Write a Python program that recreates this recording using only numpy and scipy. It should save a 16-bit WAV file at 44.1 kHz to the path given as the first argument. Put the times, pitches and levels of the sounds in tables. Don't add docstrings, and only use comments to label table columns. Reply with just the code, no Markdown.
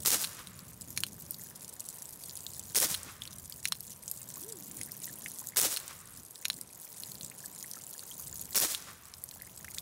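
import sys
import numpy as np
from scipy import signal
from scipy.fft import rfft, irfft, next_fast_len
from scipy.io import wavfile
from scipy.ndimage import uniform_filter1d

SR = 44100
rng = np.random.default_rng(int(sys.argv[2]) if len(sys.argv) > 2 else 0)


def to_wav(s):
    ch = np.atleast_2d(s).T
    pcm = np.round(np.clip(ch, -1, 1) * 32767)
    wavfile.write(sys.argv[1], SR, pcm.astype(np.int16))


N = 432619


def gain_of(db):
    return 10 ** (np.asarray(db) / 20)


def unit_rms(x):
    return x / np.sqrt(np.mean(x ** 2) + 1e-20)


def add(mix, start_s, sound):
    part = mix[round(start_s * SR):][:len(sound)]
    part += sound[:len(part)]


def highpass(x, order, hz):
    return signal.sosfilt(signal.butter(order, hz, "high", fs=SR, output="sos"), x)


def coloured(x, spectrum, tilt_db=0):
    hz = np.fft.rfftfreq(len(x), 1 / SR)
    point_hz, point_db = np.transpose(spectrum)
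    db = np.interp(np.log(hz + 1), np.log(point_hz + 1), point_db)
    octaves = np.log2(np.clip(hz, 1300, 13000) / 5000)
    return irfft(rfft(x) * gain_of(db + tilt_db * octaves), len(x))


def noise(samples, spectrum, tilt_db=0):
    return unit_rms(coloured(rng.standard_normal(samples), spectrum, tilt_db))


def flicker(samples, depth_db, smooth):
    return gain_of(depth_db * unit_rms(uniform_filter1d(rng.standard_normal(samples), smooth)))


def fade_in(x, rise_s):
    return x * np.minimum(np.arange(len(x)) / SR / rise_s, 1)


def ring(hz, t60, glide=0):
    t = np.arange(round(.06 * SR)) / SR
    return np.sin(2 * np.pi * hz * (t + glide * t ** 2)) * gain_of(-60 * t / t60)


def snap(samples, spectrum, t60, rise_s, tilt_db):
    t = np.arange(samples) / SR
    burst = noise(samples, spectrum, tilt_db) * np.minimum(t / rise_s, 1) ** 2 * gain_of(-60 * t / t60)
    return burst / abs(burst).max()


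# time_s, rumble_db, deep_db
WIND_LEVELS = [(0.0, -52.5, -56), (1.06, -51.5, -57), (1.828, -62, -69.5), (2.678, -59.5, -59.5),
               (2.87, -46, -70), (2.95, -52.5, -50), (4.86, -60.5, -74), (5.05, -54.5, -79),
               (5.458, -62, -69), (6.14, -53, -55), (6.39, -66, -73), (6.53, -54, -58), (6.86, -67.5, -74),
               (7.24, -50.5, -60), (7.29, -58, -71), (8.0, -66.5, -74), (8.41, -55.5, -52.5),
               (8.632, -74, -76), (8.74, -61.5, -59), (9.81, -60, -59.5)]
# middle_s, half_length_s, level_db
WIND_PUFFS = [(0.952, 0.32, -56.5), (3.083, 0.025, -49), (3.283, 0.025, -55.5), (4.402, 0.067, -56),
              (4.735, 0.1, -51.5), (5.204, 0.28, -60), (6.167, 0.046, -53), (6.59, 0.031, -50.5),
              (7.035, 0.031, -60), (7.246, 0.026, -56), (7.494, 0.037, -58.5), (8.393, 0.35, -61.5)]
# frequency_hz, level_db
RUMBLE_SPECTRUM = [(30, -35), (60, -25), (112, 1.5), (195, -0.5), (321, -19), (500, -19), (650, -17.5),
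                   (1100, -120)]
DEEP_SPECTRUM = [(12, -28), (25, -13), (60, -1), (90, 5), (140, -9), (300, -64)]
ROAR_SPECTRUM = [(120, -4), (250, 4.5), (400, -6.5), (600, -18), (900, -23.5)]
HUM_SPECTRUM = [(120, -70), (200, 0.5), (409, 0.5), (883, -2.5), (968, 1), (1160, -5.5), (2510, -11.5),
                (5130, -10.5), (7830, -8.5), (12400, -6.5), (15100, -23), (16000, -4)]

def air():
    t = np.arange(N) / SR
    times, rumble_db, deep_db = np.transpose(WIND_LEVELS)
    eddies = uniform_filter1d(uniform_filter1d(rng.standard_normal(N), 900), 900)
    lumps = gain_of(2 * unit_rms(eddies))
    rumble = unit_rms(lumps * noise(N, RUMBLE_SPECTRUM)) * gain_of(np.interp(t, times, rumble_db))
    deep = noise(N, DEEP_SPECTRUM) * gain_of(np.interp(t, times, deep_db))
    puffs = sum(gain_of(db) * np.exp(-((t - middle) / half) ** 2) for middle, half, db in WIND_PUFFS)
    roar = unit_rms(lumps * noise(N, ROAR_SPECTRUM)) * puffs
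    hum = gain_of(-54.5) * noise(N, HUM_SPECTRUM)
    return rumble + deep + roar + hum


# frequency_hz, level_db
SPLASH_SPECTRUM = [(1470, -17), (2500, -10), (3800, -4.5), (4690, 0.5), (5230, -4.5), (6200, -10),
                   (7890, 5.5), (12300, -4), (15200, -7), (16000, -1.5)]

def drip(hz, t60):
    shift = rng.uniform(.78, 1.22)
    spectrum = [(f * shift, db) for f, db in SPLASH_SPECTRUM]
    splash = snap(512, spectrum, t60, rise_s=.00052, tilt_db=1.2 * np.log2(hz / 8500))
    cavity = fade_in(ring(hz, t60, glide=20)[:512], .00012)
    drop = highpass(splash + .96 * cavity, 3, np.clip(.47 * hz, 500, 9000))
    return drop / abs(drop).max()


def sprinkle(kinds, per_s, spread_db):
    clumps = flicker(N, depth_db=2, smooth=1500)
    sizes = gain_of(spread_db * np.minimum(rng.exponential(1, N), 3))
    hits = sizes * (rng.random(N) < clumps * per_s / SR)
    which = rng.integers(0, len(kinds), N)
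    return unit_rms(sum(signal.oaconvolve(hits * (which == k), kind)[:N] for k, kind in enumerate(kinds)))


# time_s, level_db
PATTER_LEVELS = [(0, -41), (.6, -50), (1.5, -49), (3.201, -49.5), (4.999, -47), (6, -49), (7.5, -50.5),
                 (8.4, -45), (9.001, -53), (9.81, -50)]

def patter():
    ticks = [drip(hz, rng.uniform(.003, .011)) for hz in np.linspace(5500, 15000, 48)]
    plops = [fade_in(ring(hz, 16 / hz, rng.uniform(20, 60)), .001) for hz in np.geomspace(1500, 5000, 16)]
    drops = sprinkle(ticks, per_s=290, spread_db=3.5)
    drops += gain_of(-22) * sprinkle(plops, per_s=55, spread_db=2.5)
    return drops * gain_of(np.interp(np.arange(N) / SR, *np.transpose(PATTER_LEVELS)))


# frequency_hz, level_db
POP_SPECTRUM = [(290, -12), (500, -10), (570, -8.5), (621, -11.5), (843, -10.5), (1530, -8), (2290, -7.5),
                (2610, -6), (5090, 2), (5710, 5), (9220, 7.5), (14000, 5), (15200, 5), (16000, 5)]
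BARREL_SPECTRUM = [(4800, -21), (5550, 31), (5800, -17), (6600, 19), (7600, -15), (9000, 10), (9800, 29),
                   (10300, 6), (11000, -25)]
FAR_SPECTRUM = [(300, -22), (800, -13), (1100, 7.5), (1500, 3), (2500, -2), (4000, -6), (8000, -18)]
# delay_s, rise_s, length_s, t60_s, level_db, tilt_db_per_octave, barrel_db
SMEARED_ARRIVALS = [(-.0098, 0.0029, 0.0035, .02, -22, -5, -27),
                    (.0003, 0.00055, 0.0011, 0.0087, -12.5, -5.5, -7),
                    (.005, 0.00082, 0.0099, 0.012, -15.5, -2, -11),
                    (.0155, 0.0009, 0.007, 0.016, -23.5, -5.5, -3),
                    (0.019, 0.0012, .006, 0.019, -16, -2, -21), (0.029, 0.0079, 0.014, 0.1, -24, -3.2, -6),
                    (0.05, 0.0031, 0.019, 0.086, -25.5, -4.5, -32),
                    (0.059, 0.0051, 0.034, 0.14, -19.5, -4, -14.5),
                    (0.114, 0.034, 0.054, 0.21, -26, -3.5, -22.5), (0.203, .01, 0.14, 0.33, -44, -7.5, -29)]
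# delay_s, length_s, t60_s, level_db
HOUSE_ECHOES = [(0.223, 0.18, 0.67, -54.5), (0.319, 0.021, 0.13, -43), (0.428, 0.12, 0.86, -57.5)]
# delay_s, level_db
SHARP_ARRIVALS = [(.0004, -5), (.0014, -6), (.0028, -1), (.0166, 1), (.0299, 3), (.0315, -6), (.0451, 3),
                  (.0467, 1), (.0584, 2), (.072, -9), (.079, -8), (.0873, -7), (.1005, -12), (.158, -10),
                  (.163, -15)]
# delay_s, level_db, pitch_hz, t60_s
ECHO_THUDS = [(0, -64, 453, 0.02), (.006, -48, 400, 0.022), (.016, -23.5, 412, 0.017),
              (.021, -28.5, 467, 0.027), (0.053, -31, 344, 0.034), (.066, -33, 495, 0.098),
              (.093, -27.5, 310, 0.034)]
LEAD_S = .01

def pop():
    t = np.arange(SR) / SR - LEAD_S
    out = np.zeros(SR)

    def envelope(delay, rise, length, t60):
        return np.clip((t - delay) / rise, 0, 1) * gain_of(-60 * np.maximum(t - delay - length, 0) / t60)

    for delay, rise, length, t60, db, tilt_db, barrel_db in SMEARED_ARRIVALS:
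        grain = unit_rms(flicker(SR, depth_db=2.9, smooth=30))
        hiss = noise(SR, POP_SPECTRUM, tilt_db) + gain_of(barrel_db) * noise(SR, BARREL_SPECTRUM)
        out += gain_of(db) * envelope(delay, rise, length, t60) * grain * hiss
    for delay, length, t60, db in HOUSE_ECHOES:
        out += gain_of(db) * envelope(delay, .01, length, t60) * noise(SR, FAR_SPECTRUM)
    for delay, db in SHARP_ARRIVALS:
        slap = snap(256, POP_SPECTRUM, t60=.0015, rise_s=.0001, tilt_db=.8)
        add(out, LEAD_S + delay, gain_of(db) * slap)
    for delay, db, hz, t60 in ECHO_THUDS:
        add(out, LEAD_S + delay, gain_of(db) * ring(hz, t60))
    return out


def pellet_strike():
    start_hz, settle_hz, sag_s, t60 = 1140, 310, .00787, .11
    t = np.arange(3000) / SR
    hz = settle_hz + (start_hz - settle_hz) * np.exp(-t / sag_s)
    thump = np.sin(2 * np.pi * np.cumsum(hz) / SR)
    return fade_in(thump, .0067) * gain_of(-25 - 60 * t / t60)


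# start_s, level_db, trigger_slip_after_s, trigger_travel_s
SHOTS = [(.059, 0, .1794, .005), (2.756, -.5, .1867, .0044), (5.5691, -.5, .1937, .0085),
         (8.5553, -1, .1864, .0063)]

def gunfire():
    out = np.zeros(N)
    for start, db, *_ in SHOTS:
        add(out, start - LEAD_S, gain_of(db) * pop())
        add(out, start + .075, gain_of(db) * pellet_strike())
    return out


def click(modes, tilt_db):
    t = np.arange(2000) / SR
    ringing = sum(gain_of(db + 2 * rng.standard_normal()) * ring(hz * rng.uniform(.98, 1.02), t60)
                  for hz, db, t60 in modes)
    chatter = np.minimum(t / .0005, 1) ** 2 * (gain_of(-60 * t / .004) + .05 * gain_of(-60 * t / .06))
    force = signal.unit_impulse(len(t), 20) + .34 * chatter * rng.standard_normal(len(t))
    struck = coloured(signal.oaconvolve(ringing, force), [(1, 0)], tilt_db)
    thin = highpass(struck, 4, 1100)
    return thin / abs(thin).max()


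# pitch_hz, level_db, t60_s
FRAME_MODES = [(1760, -11, 0.021), (3000, -4, .006), (3550, 5.5, 0.0043), (4130, 10.5, 0.006),
               (5360, -3, 0.011), (6700, 0, 0.0045), (8550, 6, 0.0042), (10000, 1, 0.0049),
               (13500, -2, 0.0024)]
CYLINDER_MODES = [(1500, -27, 0.0022), (2450, -8, 0.022), (2800, 6, 0.0063), (4200, 13, 0.0036),
                  (5600, 8.5, 0.0054), (6550, 6, 0.0057), (9170, 5, 0.0041), (10600, 2, 0.0025),
                  (13000, -10.5, 0.00091)]
# delay_s, level_db, tilt_db_per_octave
TRIGGER_SLIP = [(0.0005, -13, 1)]
TRIGGER_STOP = [(0, -5.5, 3), (.0042, -14.5, 3), (0.029, -19, 9)]
PAWL_LIFT = [(0, -25, 6), (.0022, -28, 6)]
CYLINDER_TURN = [(-.0006, -13, 5.1), (.0007, -7, 2.2), (.0055, -17, 4), (0.0298, -13.5, 11)]
HAMMER_LATCH = [(.0005, -8, 1.5), (.006, -20, 2.5), (0.031, -26, 3)]
# turn_s, latch_s, pawl_s, level_db
COCKINGS = [(.9747, 1.0349, .9645, 0), (3.6537, 3.7216, 3.6452, -.5), (6.453, 6.5, 6.4475, .3)]

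def gun_action():
    moves = []
    for start, db, slip, travel in SHOTS:
        moves += [(start + slip, db, TRIGGER_SLIP, FRAME_MODES),
                  (start + slip + travel, db, TRIGGER_STOP, FRAME_MODES)]
    for turn, latch, pawl, db in COCKINGS:
        moves += [(pawl, db, PAWL_LIFT, CYLINDER_MODES),
                  (turn, db, CYLINDER_TURN, CYLINDER_MODES),
                  (latch, db, HAMMER_LATCH, FRAME_MODES)]
    out = np.zeros(N)
    for start, db, clicks, modes in moves:
        for delay, click_db, tilt_db in clicks:
            add(out, start + delay, gain_of(db + click_db) * click(modes, tilt_db))
    return out


# start_s, level_db, pitch_hz
CLOSE_TICKS = [(0.4722, -23.5, 3800), (0.592, -28, 4400), (0.811, -26, 7700), (0.819, -24.5, 7550),
               (0.9053, -24.5, 12600), (1.223, -24, 11700), (1.309, -15.5, 13800), (1.3445, -24, 4530),
               (1.6473, -29, 6850), (1.7982, -27.5, 6700), (1.805, -18.5, 8130), (1.8886, -22.5, 7230),
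               (1.902, -28, 7450), (1.907, -30, 9100), (1.958, -36, 7500), (1.989, -34, 7450),
               (2.0222, -25, 10400), (2.028, -27, 11100), (2.09, -37, 9500), (2.056, -27.5, 7800),
               (2.159, -33, 11500), (2.2379, -26, 4460), (2.2958, -26.5, 4340), (2.355, -26, 9200),
               (2.3736, -25.5, 10000), (2.4662, -23.5, 3880), (2.5356, -29, 7670), (2.595, -23, 7440),
               (3.032, -20.5, 8900), (3.2204, -20, 3300), (3.237, -27, 6500), (3.254, -24.5, 3040),
               (3.308, -31, 8100), (3.457, -27, 9600), (3.687, -23, 9500), (3.276, -24, 4100),
               (3.3302, -26, 5850), (3.385, -24.5, 7960), (3.398, -29, 6900), (3.498, -23.5, 12100),
               (3.5241, -24, 4550), (3.6754, -19.5, 5840), (3.8065, -22, 11300), (3.9198, -29.5, 5900),
               (4.0798, -19, 7500), (4.0994, -29, 11800), (4.1142, -13, 11600), (4.217, -25, 7910),
               (4.303, -29, 6060), (4.3405, -27, 7740), (4.5243, -22, 8060), (4.77, -27, 9000),
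               (4.814, -22, 6560), (4.8334, -20.5, 8460), (4.919, -23.5, 11400), (5.0434, -23.5, 6000),
               (5.056, -23, 13400), (5.2043, -36, 8400), (5.2612, -25.5, 2800), (5.3174, -25, 10300),
               (5.387, -23, 8300), (5.3933, -24, 10700), (5.4714, -22, 11700), (5.4883, -25, 12000),
               (5.88, -18, 7240), (6.309, -26, 11000), (6.3573, -29, 4600), (6.542, -24.5, 9150),
               (6.6128, -21, 8100), (6.8, -33, 8000), (6.862, -48, 5500), (6.894, -44, 7500),
               (7.0003, -27, 11300), (7.005, -31, 6550), (7.0354, -25.5, 4080), (7.0598, -29, 8000),
               (7.098, -35, 8000), (7.119, -32, 4190), (7.154, -30, 4540), (7.1836, -34, 7500),
               (7.211, -26, 3900), (7.232, -26, 7500), (7.247, -24, 7190), (7.2995, -28, 8300),
               (7.4044, -29, 7070), (7.4597, -25, 7900), (7.5893, -27, 9050), (7.6276, -26, 6700),
               (7.7137, -24, 9300), (7.736, -25, 6050), (7.867, -27, 9200), (7.9397, -28.5, 6700),
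               (7.9938, -26, 4400), (8.328, -28, 7000), (8.4137, -22, 11600), (8.4555, -26.5, 7550),
               (8.508, -29, 14600), (8.53, -26.5, 4240), (8.824, -26, 6150), (9.0552, -29, 7750),
               (9.139, -23.5, 5070), (9.2392, -19, 11500), (9.29, -25.5, 8510), (9.312, -28, 4020),
               (9.3402, -31, 7600), (9.401, -36, 4000), (9.421, -23, 13100), (9.496, -38.5, 3300),
               (9.575, -33, 5270), (9.646, -30, 5550), (9.717, -41, 4200), (9.747, -26.5, 7840),
               (9.7843, -20, 3760)]

def close_ticks():
    out = np.zeros(N)
    for start, db, hz in CLOSE_TICKS:
        add(out, start - .0004, gain_of(db) * drip(hz, t60=.0045))
    return highpass(out, 2, 1500)


# start_s, level_db, pitch_hz, glide_per_s
BUBBLES = [(3.219, -28, 3380, 1.6), (4.369, -44.5, 1014, 10), (4.812, -31.5, 1890, 77),
           (5.076, -42.5, 1860, 3.2), (5.093, -40.5, 1680, 5.4), (5.26, -27.5, 1870, 37),
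           (5.418, -43, 986, 2.8), (5.534, -39, 1900, 18), (7.315, -36.5, 1720, 74),
           (7.439, -44, 1630, 5.1), (7.643, -39, 1740, 41), (7.768, -40.5, 1310, 5.8),
           (8.028, -44.5, 1280, 46), (8.114, -36, 3120, 5), (8.193, -43, 865, 38), (9.325, -47, 1650, 5.4),
           (9.338, -40, 2700, 18), (9.36, -47, 610, 58), (9.393, -48, 1500, 20), (9.432, -44, 1750, 15),
           (9.592, -55, 1250, 2), (9.715, -48, 2120, 5), (9.729, -57, 1260, 15), (9.413, -38, 1800, 42),
           (9.473, -43, 2040, 5), (9.644, -36, 1120, 88), (9.681, -37, 1860, 36), (9.777, -39, 1620, 79),
           (9.784, -36, 3150, 34)]

def bubbles():
    steady_cycles, burst_s = 40, .008
    out = np.zeros(N)
    for start, db, hz, glide in BUBBLES:
        t60 = steady_cycles / hz / (1 + burst_s * glide)
        tone = fade_in(ring(hz, t60, glide), .0011)
        churn = flicker(len(tone), depth_db=3.5, smooth=60)
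        add(out, start, gain_of(db) * tone * churn)
    return out


# middle_s, half_length_s, level_db, low_hz, top_hz
WIND_MOAN = (4.5, 0.1, -49, 268, 461)

def wind_moan():
    middle, half, db, low_hz, top_hz = WIND_MOAN
    arch = np.exp(-((np.arange(N) / SR - middle) / half) ** 2)
    hz = low_hz + (top_hz - low_hz) * arch ** 2
    return gain_of(db) * arch * np.sin(2 * np.pi * np.cumsum(hz) / SR)


def ground_tails(crackle):
    spot = np.repeat(rng.integers(0, 8, N // 660 + 1), 660)[:N]
    tails = rng.standard_normal((8, 3000)) * gain_of(-60 * np.arange(3000) / SR / .036)
    return sum(signal.oaconvolve(crackle * (spot == k), tail / np.linalg.norm(tail))[:N]
               for k, tail in enumerate(tails))


# frequency_hz, side_gain_db
STEREO_SPREAD = [(50, -34), (300, -20), (1000, -31), (2500, -64), (6000, -19.5), (10000, -27), (14000, -47)]

def scene():
    revolver = gunfire() + gun_action()
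    crackle = close_ticks() + bubbles() + patter()
    mid = revolver + crackle + gain_of(-7.5) * ground_tails(crackle) + air() + wind_moan()
    phase_shifted = signal.hilbert(mid, next_fast_len(N)).imag[:N]
    side = coloured(phase_shifted + gain_of(-11) * air(), STEREO_SPREAD)
    return mid + np.array([side, -side])


def record(dry):
    threshold_db, duck_db_per_db, ceiling, edge_hz = -39.5, .31, .33, 15800
    power_db = 10 * np.log10(abs(uniform_filter1d((dry ** 2).mean(0), 1300)) + 1e-12)
    fall_db = np.arange(N) * 19.6 / SR
    held_db = np.maximum.accumulate(power_db + fall_db) - fall_db
    over_db = np.maximum(held_db - threshold_db, 0)
    ducked = dry / gain_of(duck_db_per_db * uniform_filter1d(over_db, 200))
    squeezed = ceiling * np.tanh(ducked / ceiling)
    lowpass = signal.firwin(511, edge_hz, window=("kaiser", 9), fs=SR)
    return signal.oaconvolve(highpass(squeezed, 1, 50), lowpass[None], "same")


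dry = scene()
out = record(dry)
to_wav(out)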